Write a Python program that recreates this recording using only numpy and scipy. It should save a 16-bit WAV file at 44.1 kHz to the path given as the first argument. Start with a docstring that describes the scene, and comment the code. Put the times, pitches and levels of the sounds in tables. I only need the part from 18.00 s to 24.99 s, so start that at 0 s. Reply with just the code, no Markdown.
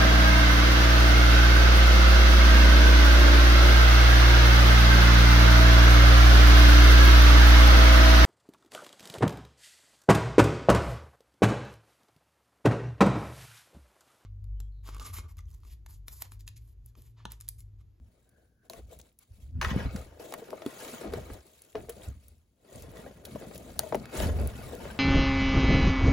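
"""First a soft boom, faint crinkling cloth and a thin hiss; then knocks, ticks and heavier thuds on a desk.
A hand pulls a wallet and a pencil case out of a canvas backpack, sets them on wood and leafs through a binder.
Rubbing is noise in bursts of slips through resonances; weight adds free swings of the desk;
knocks are decaying tones with a noisy slap, ticks are short bright cracks, and both leave a short tail.
A hand-held phone with two microphone ports hears it from close by in a quiet room."""
import sys
import numpy as np
from scipy import signal
from scipy.fft import rfft, irfft, next_fast_len
from scipy.io import wavfile
from scipy.ndimage import uniform_filter1d

SR = 44100
rng = np.random.default_rng(int(sys.argv[2]) if len(sys.argv) > 2 else 0)


def voltage_ratio(decibels):
    """Convert decibels (scalar or array-like) to amplitude ratios, 20 dB per decade."""
    exponent = np.asarray(decibels, float) / 20
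    return 10 ** exponent


def to_wav(s):
    """Save 16-bit WAV."""
    ch = np.atleast_2d(s).T  # columns
    pcm = np.round(np.clip(ch, -1, 1) * 32767)  # PCM
    wavfile.write(sys.argv[1], SR, pcm.astype(np.int16))


N = 308259
PAD = next_fast_len(N + SR)
HZ = np.maximum(np.fft.rfftfreq(PAD, 1 / SR), 1)

# air inside bag and pouches: f/Hz, width/Hz, relative level/dB
HOLLOW = [(358, 310, -0.5), (486, 120, -4), (640, 177, -2)]
# colour of scraping cloth, also of a knock's slap: f/Hz, relative density/dB per Hz
SCRAPE = [(470, -25), (800, -7), (1260, -6), (1490, -7), (2220, -10.5), (4320, -19.5), (6500, -25.5),
          (11000, -120)]
# weight lands or shifts on the desk: t/s, time to fade 20 dB/s, desk boom level/dB, bag body level/dB
# (a fade below zero: the noise lasts about 1 ms, the free swing grows until it stops)
SHOVES = [(0.0, 0.1264, -45, -59.5), (.3, 1.5, -70, -72.5), (.8, 0.25, -49.5, -63), (.97, 0.07, -52, -59),
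          (1.311, .1, -49, -69), (1.44, 0.32, -46, -58), (1.581, 0.3453, -31.5, -41),
          (1.75, 0.15, -32.5, -35), (1.86, 0.1, -29.5, -33), (1.97, 0.21, -41.5, -60.5),
          (3.085, 0.18, -44.5, -45.5), (3.15, 0.28, -45, -53), (3.321, 0.07, -41, -49.5),
          (3.776, 0.1372, -44, -46.5), (3.95, 0.26, -54, -59), (4.076, 0.15, -37.5, -52),
          (4.279, 0.23, -56, -71), (4.76, 0.12, -46, -53), (4.85, 0.35, -46, -50),
          (5.15, 2.03, -59.5, -56.5), (5.34, 0.5, -54.5, -49.5), (5.641, 0.9, -53, -54),
          (5.78, 0.26, -51.5, -46.5), (5.949, 0.3, -51, -44.5), (6.04, -0.1, -47, -65.5),
          (6.21, 0.15, -28, -34), (6.29, 0.27, -29.5, -37), (6.42, 0.13, -28, -41.5),
          (6.6, 1.1, -46.5, -46.5), (6.85, 0.4, -47, -46)]
SHOVE_RISE = 0.2397  # rise time as a share of the fade


def unit(x):
    """Scale to rms 1."""
    return x / np.sqrt(np.mean(x ** 2))


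def on_log(table):
    """A (f/Hz, value) table on the frequency axis, straight over log frequency."""
    hz, value = np.transpose(table)
    return np.interp(np.log(HZ), np.log(np.maximum(hz, 1)), value)


def on_time(table, rise, rounding):
    """Power of each level column over time: events rise and fade (rounding 1 = pointed top) and add up."""
    s, fade, *columns = np.transpose(table)[:, :, None]
    t = np.arange(0, N / SR + .002, .001)
    reach = np.abs(t - s) / np.maximum(fade * np.where(t < s, rise, 1), 1e-3)
    swell = voltage_ratio(-20 * reach ** rounding) ** 2
    powers = [np.sum(voltage_ratio(db) ** 2 * swell, axis=0) for db in columns]
    return np.array([np.interp(np.arange(N) / SR, t, power) for power in powers]) + 1e-14


def modes(table):
    """Gain of a set of resonances: each falls to half at half its width from the centre."""
    return sum(voltage_ratio(db) / (1 + (2 * (HZ - hz) / width) ** 2) for hz, width, db in table)


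def shape(x, gain):
    """Filter by a gain over frequency."""
    return irfft(rfft(x, PAD) * gain, PAD)[..., :N]


def add(out, s, sound):
    """Mix a sound in at a time."""
    i = int(s * SR)
    out[:, i:i + sound.shape[-1]] += sound[..., :N - i]


def ports(envelope, gain):
    """Coloured noise under one envelope at both ports, partly shared and partly their own; rms 1."""
    # likeness of the two ports: f/Hz, shared part of the power/0-1
    likeness = [(60, .95), (250, .88), (700, .5), (6500, .4), (8000, .95), (10000, .995)]
    shared, left, right = rfft(envelope * rng.standard_normal((3, N)), PAD)
    alike = np.clip(on_log(likeness), 0, 1)
    both = np.sqrt(alike) * shared + np.sqrt(1 - alike) * np.array([left, right])
    return unit(irfft(gain * both, PAD)[:, :N])


def grains(rate, spread_db, smear_s):
    """Envelope of random slips per second: most small, a few large, sharp at the start, with a short tail."""
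    size = voltage_ratio(spread_db * np.minimum(rng.exponential(size=N), 4))
    hits = (rng.random(N) < rate / SR) * size
    return np.sqrt(signal.lfilter([1], [1, -np.exp(-1 / (smear_s * SR))], hits ** 2) + 1e-12)


def rubbed(gain, db, rate, spread_db, smear_s):
    """Slips of friction ring one set of resonances."""
    return voltage_ratio(db) * ports(grains(rate, spread_db, smear_s), gain)


def patches(table, db, low_hz, step, width, rate, spread_db, smear_s, size, count):
    """Patches slip at once, each with its own timing and every count-th of size resonances a ratio step apart."""
    out = 0
    for k in range(count):
        pitches = low_hz * step ** np.arange(k, size, count)
        gain = modes([(hz, width * hz, 0) for hz in pitches]) * voltage_ratio(on_log(table))
        out = out + np.sqrt(np.mean(gain ** 2)) * rubbed(gain, 0, rate, spread_db, smear_s)
    return voltage_ratio(db) * unit(out)


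def room():
    """The faint steady air of the room: coloured noise."""
    # colour of the air: f/Hz, relative density/dB per Hz
    air = [(18, -39), (30, -4), (66, 5.5), (235, -4), (1600, -30), (6550, -28), (8310, -36.5), (11400, -25),
           (13400, -58.5), (15200, -25), (16500, -36.5)]
    return voltage_ratio(-74) * ports(1, voltage_ratio(on_log(air)))


def hisses():
    """Something slides with a faint narrow hiss: noise through one resonance."""
    # slides: middle t/s, time to fade 20 dB/s, level/dB
    slides = [(.38, 0.15, -74), (.5, .12, -88), (.64, 0.13, -76)]
    power, = on_time(slides, rise=1, rounding=1.49)
    return np.sqrt(power) * ports(1, modes([(1583, 230, 0)]))


def desk_boom(db):
    """The loaded desk booms: long slips ring its lowest resonances."""
    # boom of the desk: f/Hz, width/Hz, relative level/dB
    boom = [(54.4, 32, -2.5), (62, 15, 1), (78.9, 4.2, 8.5), (105.5, 25, -2.5)]
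    return rubbed(modes(boom), db, rate=300, spread_db=1.51, smear_s=0.032)


def bag_body(db):
    """Bag and desk top shake together: shorter slips ring their body resonances."""
    # bag and desk top: f/Hz, width/Hz, relative level/dB
    body = [(128, 30, 6.5), (199.6, 89, 4), (250, 65, -3.5)]
    return rubbed(modes(body), db, rate=120, spread_db=2.26, smear_s=0.0054)


def bag_hollow(db):
    """Slips of cloth ring the air inside bag and pouches."""
    return rubbed(modes(HOLLOW), db, rate=150, spread_db=3.5, smear_s=0.013)


def contents(db):
    """Small things inside bump each other: sparse, very short slips through hollow and scrape colours."""
    gain = modes(HOLLOW) + voltage_ratio(on_log(SCRAPE) - 5.0)
    return rubbed(gain, db, rate=25, spread_db=3, smear_s=0.0034)


def scrape(db):
    """Cloth scrapes in dense short slips while stiff panels drag on narrow resonances."""
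    cloth = rubbed(voltage_ratio(on_log(SCRAPE)), db - 8, rate=500, spread_db=2.5, smear_s=0.003)
    panels = patches(SCRAPE, db - 4.5, low_hz=790, step=1.16, width=.085,
                     rate=60, spread_db=4, smear_s=.014, size=16, count=4)
    return cloth + panels


def crinkle(db):
    """Creases snap in rare brief slips on broad resonances; canvas rustles in denser, longer ones."""
    # colour of the crinkle: f/Hz, relative density/dB per Hz
    colour = [(2500, -7.5), (4000, -6), (5500, -11), (8000, -3), (11000, -10), (14000, -5.5), (15800, -12),
              (16300, -36.5)]
    creases = patches(colour, db - 4, low_hz=3000, step=1.7, width=.6,
                      rate=20, spread_db=4, smear_s=.0015, size=4, count=4)
    canvas = patches(colour, db + 2.5, low_hz=2200, step=1.2, width=.17,
                     rate=160, spread_db=3, smear_s=.007, size=12, count=4)
    return creases + canvas


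def thumps():
    """Each shove also sets the desk swinging freely, its pitch varying a little at random from shove to shove."""
    out, t = np.zeros((2, N)), np.arange(SR // 2) / SR
    for (s, fade, boom_db, _), chance in zip(SHOVES, rng.standard_normal(len(SHOVES))):
        hz = 66 * (1 + 0.073 * chance)
        swell = 1 - np.exp(-t / 0.0091)
        ring = np.sin(2 * np.pi * hz * t) * voltage_ratio(-20 * t / fade) * swell
        start = max(s - SHOVE_RISE * fade / 2, 0)
        add(out, start, voltage_ratio(boom_db - 3) * ring / abs(ring).max())
    return out


def echo(x, t60, db):
    """Desk top and near walls return a short, dull tail, different at each port."""
    t = np.arange(SR // 4) / SR
    tail = rng.standard_normal((2, len(t))) * np.exp(-np.log(1000) * t / t60) * (1 - np.exp(-t / 0.003))
    tail = signal.lfilter([1], [1, -.6], tail)
    tail = voltage_ratio(db) * tail / np.sqrt(np.sum(tail ** 2, axis=1, keepdims=True))
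    return x + signal.fftconvolve(x, tail, axes=1)[:, :N]


def ticks():
    """A hard contact: a crack of a few ms, brightest around its centre, weak an octave below."""
    # nails, zip pulls, charms and clips: t/s, peak level/dB, centre f/Hz, t60/s
    contacts = [(0.291, -52, 10430, 0.019), (0.698, -27.5, 4230, 0.0075), (.734, -36, 3000, 0.0065),
                (0.989, -38.5, 10600, .011), (1.0137, -41, 7150, .01), (1.188, -42.5, 11400, 0.017),
                (1.6139, -27.5, 2530, 0.0069), (1.646, -31, 2200, 0.0071), (1.96, -35, 2000, 0.027),
                (2.3228, -33, 2890, 0.013), (2.339, -24.5, 9300, 0.005), (2.5046, -36.5, 2300, 0.0084),
                (2.662, -32, 4360, 0.01), (2.803, -35, 9500, 0.0072), (2.848, -36.5, 3740, 0.016),
                (3.1354, -35, 4020, 0.015), (3.6187, -39, 11270, 0.014), (3.8935, -27, 10900, 0.032),
                (4.282, -42, 11900, 0.014), (4.8216, -36, 7260, .012), (4.97, -43.5, 1300, .012),
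                (5.251, -32, 4040, 0.028), (5.5575, -37.5, 3720, 0.011), (5.578, -34, 10200, 0.012),
                (5.7916, -8.5, 8400, 0.0074), (5.945, -31, 6500, 0.012), (5.953, -29, 10100, 0.011),
                (6.0556, -32.5, 1700, 0.008), (6.173, -25.5, 7500, .012), (6.2013, -24, 3230, 0.004),
                (6.474, -20, 11600, 0.0027), (6.7517, -34.5, 9150, 0.0043)]
    out, t = np.zeros((2, N)), np.arange(SR // 20) / SR
    noise = rng.standard_normal((len(contacts), len(t)))
    for (s, db, hz, t60), n in zip(contacts, noise):
        crack = signal.lfilter(*signal.butter(2, 0.94 * hz, "high", fs=SR), n)
        crack = crack + 1.33 * signal.lfilter(*signal.iirpeak(min(hz, 15000), 3.2, fs=SR), n)
        crack = signal.lfilter(*signal.butter(1, min(3 * hz, .45 * SR), fs=SR), crack)
        crack = crack * np.exp(-np.log(1000) * t / max(t60, .002)) * (1 - np.exp(-t / 0.0011))
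        add(out, s, voltage_ratio(db) * crack / abs(crack).max())
    return out


def blows(table, sag):
    """A blow swells within a cycle, rings at its pitch and two weaker neighbours, and slaps."""
    sag_s = .005  # time constant of losing the share sag of the pitch
    out, t = np.zeros((2, N)), np.arange(SR // 5) / SR
    chance = rng.random((len(table), 4))
    noise = rng.standard_normal((len(table), len(t)))
    slaps = shape(noise, voltage_ratio(on_log(SCRAPE)))[:, :len(t)]
    slap_fade = np.exp(-t / 0.0029) * (1 - np.exp(-t / 0.00079))
    for (s, db, hz, t60, slap_db), c, slap in zip(table, chance, slaps):
        fade = np.exp(-np.log(1000) * t / max(t60, .005))
        turns = hz * ((1 - sag) * t + sag * sag_s * (1 - np.exp(-t / sag_s)))
        ring = np.sin(2 * np.pi * turns)
        ring = ring + voltage_ratio(-11.0) * np.sin(2 * np.pi * ((1.353 + 0.4 * c[0]) * turns + c[1]))
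        ring = ring + voltage_ratio(-9.0) * np.sin(2 * np.pi * ((0.544 + 0.22 * c[2]) * turns + c[3]))
        ring = ring * fade * (1 - np.exp(-t * hz * 1.43))
        # a small object radiates little below its own pitch
        ring = signal.lfilter(*signal.butter(2, (1 - sag) * hz / 2, "high", fs=SR), ring)
        slap = voltage_ratio(slap_db + 0.5) * unit(slap) * slap_fade
        add(out, s, voltage_ratio(db) * (ring / abs(ring).max() + slap))
    return out


def knocks():
    """Knocks of objects, and one faint high metal ring, at steady pitches."""
    # struck objects: t/s, peak level of the ring/dB, pitch f/Hz, t60/s, slap level relative to the ring/dB
    struck = [(.699, -40.5, 653, 0.03, -10), (.733, -45, 673, 0.1, -1), (.927, -48.5, 640, 0.037, -20),
              (1.613, -27, 1030, 0.027, 5.5), (1.615, -38, 6200, 0.13, -30),
              (1.627, -30.5, 1040, 0.0156, 7.5), (1.6465, -27, 1290, 0.04, 6.5),
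              (1.713, -21.5, 143, 0.018, -32), (1.728, -27.5, 205, 0.029, -30),
              (1.762, -15, 138, 0.012, -43), (1.947, -25, 182, 0.04, -32), (2.197, -37.5, 486, 0.034, -13),
              (2.324, -31, 760, 0.0082, -16), (2.338, -35, 640, 0.026, 3), (2.419, -36, 457, 0.061, -28),
              (2.619, -35, 620, 0.016, -2), (2.662, -21.5, 265, 0.03, -13), (2.931, -37.5, 236, 0.078, -20),
              (3.052, -32.5, 322, 0.14, -31), (3.136, -25.5, 460, 0.019, -9),
              (3.301, -35, 250, 0.019, -6.5), (3.749, -28, 429, 0.098, -22), (3.7525, -30, 520, .04, -3.5),
              (3.886, -37, 473, .05, -9.5), (3.893, -34, 476, 0.056, -10),
              (5.062, -44.5, 1650, 0.023, -8.5), (5.063, -39, 546, .04, -30),
              (5.35, -30.5, 203, 0.036, -18), (5.357, -28, 586, 0.018, -14.5), (5.793, -26, 750, 0.011, -9),
              (5.833, -34.5, 640, 0.07, -25.5), (5.862, -37, 616, 0.09, -26),
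              (6.2015, -23, 600, 0.019, -10), (6.259, -21, 148.8, 0.015, -16),
              (6.853, -32.5, 560, 0.08, -12), (6.902, -40.5, 1555, .06, 2)]
    return blows(struck, sag=0)


def covers():
    """Stiff covers slap shut, their ring sagging to a quarter of its first pitch."""
    # slaps: t/s, peak level of the ring/dB, first pitch f/Hz, t60/s, slap level relative to the ring/dB
    stiff = [(2.53, -29.5, 896, 0.032, -29.5), (5.9235, -20.5, 978, 0.042, -14.5),
             (5.9455, -18, 880, 0.043, -10)]
    return blows(stiff, sag=.75)


def handling():
    """The hand works bag and cloth: strokes and settling contents rub, and shake desk and bag with the shoves."""
    # drags of cloth or contents, swelling and fading: middle t/s, time to fade 20 dB/s,
    # then hollow, scrape and crinkle level/dB, before each layer's share (a fade below zero lasts about 1 ms)
    strokes = [(.17, 0.33, -73, -78, -79.5), (.39, 0.18, -70.5, -89, -79.5), (.66, 0.04, -64, -76, -76),
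               (.78, 0.04, -51, -59, -61), (.93, 0.07, -57, -64, -61), (1.0, 0.01, -60.5, -58, -58),
               (1.05, 0.1, -71, -74, -71), (1.225, 0.04, -81, -68, -66), (1.4, 0.17, -70.5, -77, -69.5),
               (1.7, .055, -48, -35, -58), (1.79, 0.16, -42, -41.5, -59), (1.98, 0.13, -48, -50.5, -58),
               (2.09, -0.3, -66.5, -64, -66), (2.39, 0.03, -45, -54, -59.5), (2.55, 0.74, -51, -55.5, -65),
               (2.72, 0.1, -51.5, -54, -58.5), (2.89, 0.28, -49.5, -48.5, -50),
               (3.06, 0.1, -39.5, -48.5, -75), (3.16, 0.08, -40, -48, -60), (3.25, 0.2, -49.5, -54.5, -62),
               (3.33, 0.08, -48, -53, -59), (3.58, 0.9, -68, -70, -66.5), (3.83, 0.08, -51.5, -64, -66.5),
               (3.97, 0.03, -54.5, -64, -62), (4.05, 0.11, -51, -55, -60.5), (4.25, 0.22, -71, -76.5, -72),
               (4.78, 0.17, -52.5, -59, -59), (5.0, 0.21, -47.5, -55, -62), (5.17, 0.2, -57.5, -64, -69.5),
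               (5.43, 0.1, -44, -55.5, -69), (5.55, 0.03, -49, -63, -50.5), (5.7, 0.4, -63.5, -63, -62),
               (6.05, 0.27, -56, -55.5, -88), (6.172, 0.065, -38, -38.5, -46), (6.23, 0.09, -34, -36, -42),
               (6.4, 0.27, -42, -47, -57.5), (6.67, 0.3, -45.5, -50.5, -55.5),
               (6.88, 0.24, -44, -47, -58.5)]
    # contents settle after a bump, sudden then dying: t/s, then the same columns
    settles = [(.702, 0.16, -53.5, -61, -59.5), (1.616, 0.16, -41, -33, -51), (2.2, 0.4, -48, -55.5, -57.5),
               (3.755, 0.11, -46, -50, -62), (3.893, 0.1, -52.5, -56, -56.5),
               (5.255, 1.6, -50.5, -58.5, -61), (5.795, 0.3, -48.5, -55.5, -54),
               (5.95, 0.15, -45, -53, -70), (6.128, 0.15, -45, -46, -56)]
    cloth = on_time(strokes, rise=1, rounding=1.49) + on_time(settles, rise=0.016, rounding=1.29)
    cloth_to_weight = voltage_ratio(np.array([[-28], [-12]])) ** 2  # rubbing cloth also shakes desk and bag
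    weight = on_time(SHOVES, SHOVE_RISE, rounding=1.19) + cloth_to_weight * cloth[0]
    desk_db, body_db = 10 * np.log10(weight)
    hollow_db, scrape_db, crinkle_db = 10 * np.log10(cloth)
    low = desk_boom(desk_db) + bag_body(body_db) + bag_hollow(hollow_db)
    return low + contents(hollow_db - 9.5) + scrape(scrape_db) + crinkle(crinkle_db)


def scene():
    """Room, sliding hiss, desk, blows and handling; knocks wake the desk top more than ticks do."""
    knocking = echo(knocks() + covers(), t60=.05, db=-11)
    ticking = echo(ticks(), t60=.05, db=-17)
    return room() + hisses() + thumps() + ticking + knocking + handling()


def loud_bass(dry):
    """Strong low shakes arrive alike at both ports, the right one a little ahead."""
    from_db, lead = -37, .65  # level around which this sets in; radians the right port leads
    bass = shape(dry, 1 / (1 + (HZ / 350) ** 4))
    turning = signal.hilbert(bass.mean(axis=0), PAD)[:N]
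    db = 10 * np.log10(uniform_filter1d(abs(turning) ** 2 / 2, SR // 4) + 1e-12)
    strong = 1 / (1 + voltage_ratio(4 * (from_db - db)))
    alike = np.real(turning * np.exp(.5j * lead * np.array([[-1], [1]])))
    return dry + strong * (alike - bass)


def band_limit(x):
    """A steep low-pass at the top of the band."""
    return signal.sosfilt(signal.butter(12, 17020, fs=SR, output="sos"), x)


def record(dry):
    """Left and right differ in stepped phase and in level, cancelling narrow treble bands in their sum."""
    # stereo phase, in steps over frequency: f/Hz, lead of the left channel/radians
    lead = [(0, 0), (1890, .2), (3000, 1.4), (3700, .4), (7000, -.4), (8100, -3.2), (8800, -3.4),
            (10400, -6.28), (11500, -6.3), (12850, -9.4), (13900, -9.45), (15250, -12.55)]
    # stereo level: f/Hz, left minus right level/dB
    lean = [(60, 0), (200, 1), (380, 2), (700, 6), (1290, 1.5), (2500, 0), (6000, 2)]
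    left = voltage_ratio(on_log(lean) / 2) * np.exp(.5j * np.interp(HZ, *np.transpose(lead)))
    treble_end = 1 / (1 + (HZ / 16600) ** 60)
    mix = shape(loud_bass(dry), np.array([left, 1 / left]) * treble_end)
    return band_limit(mix)


dry = scene()
out = record(dry)
to_wav(out)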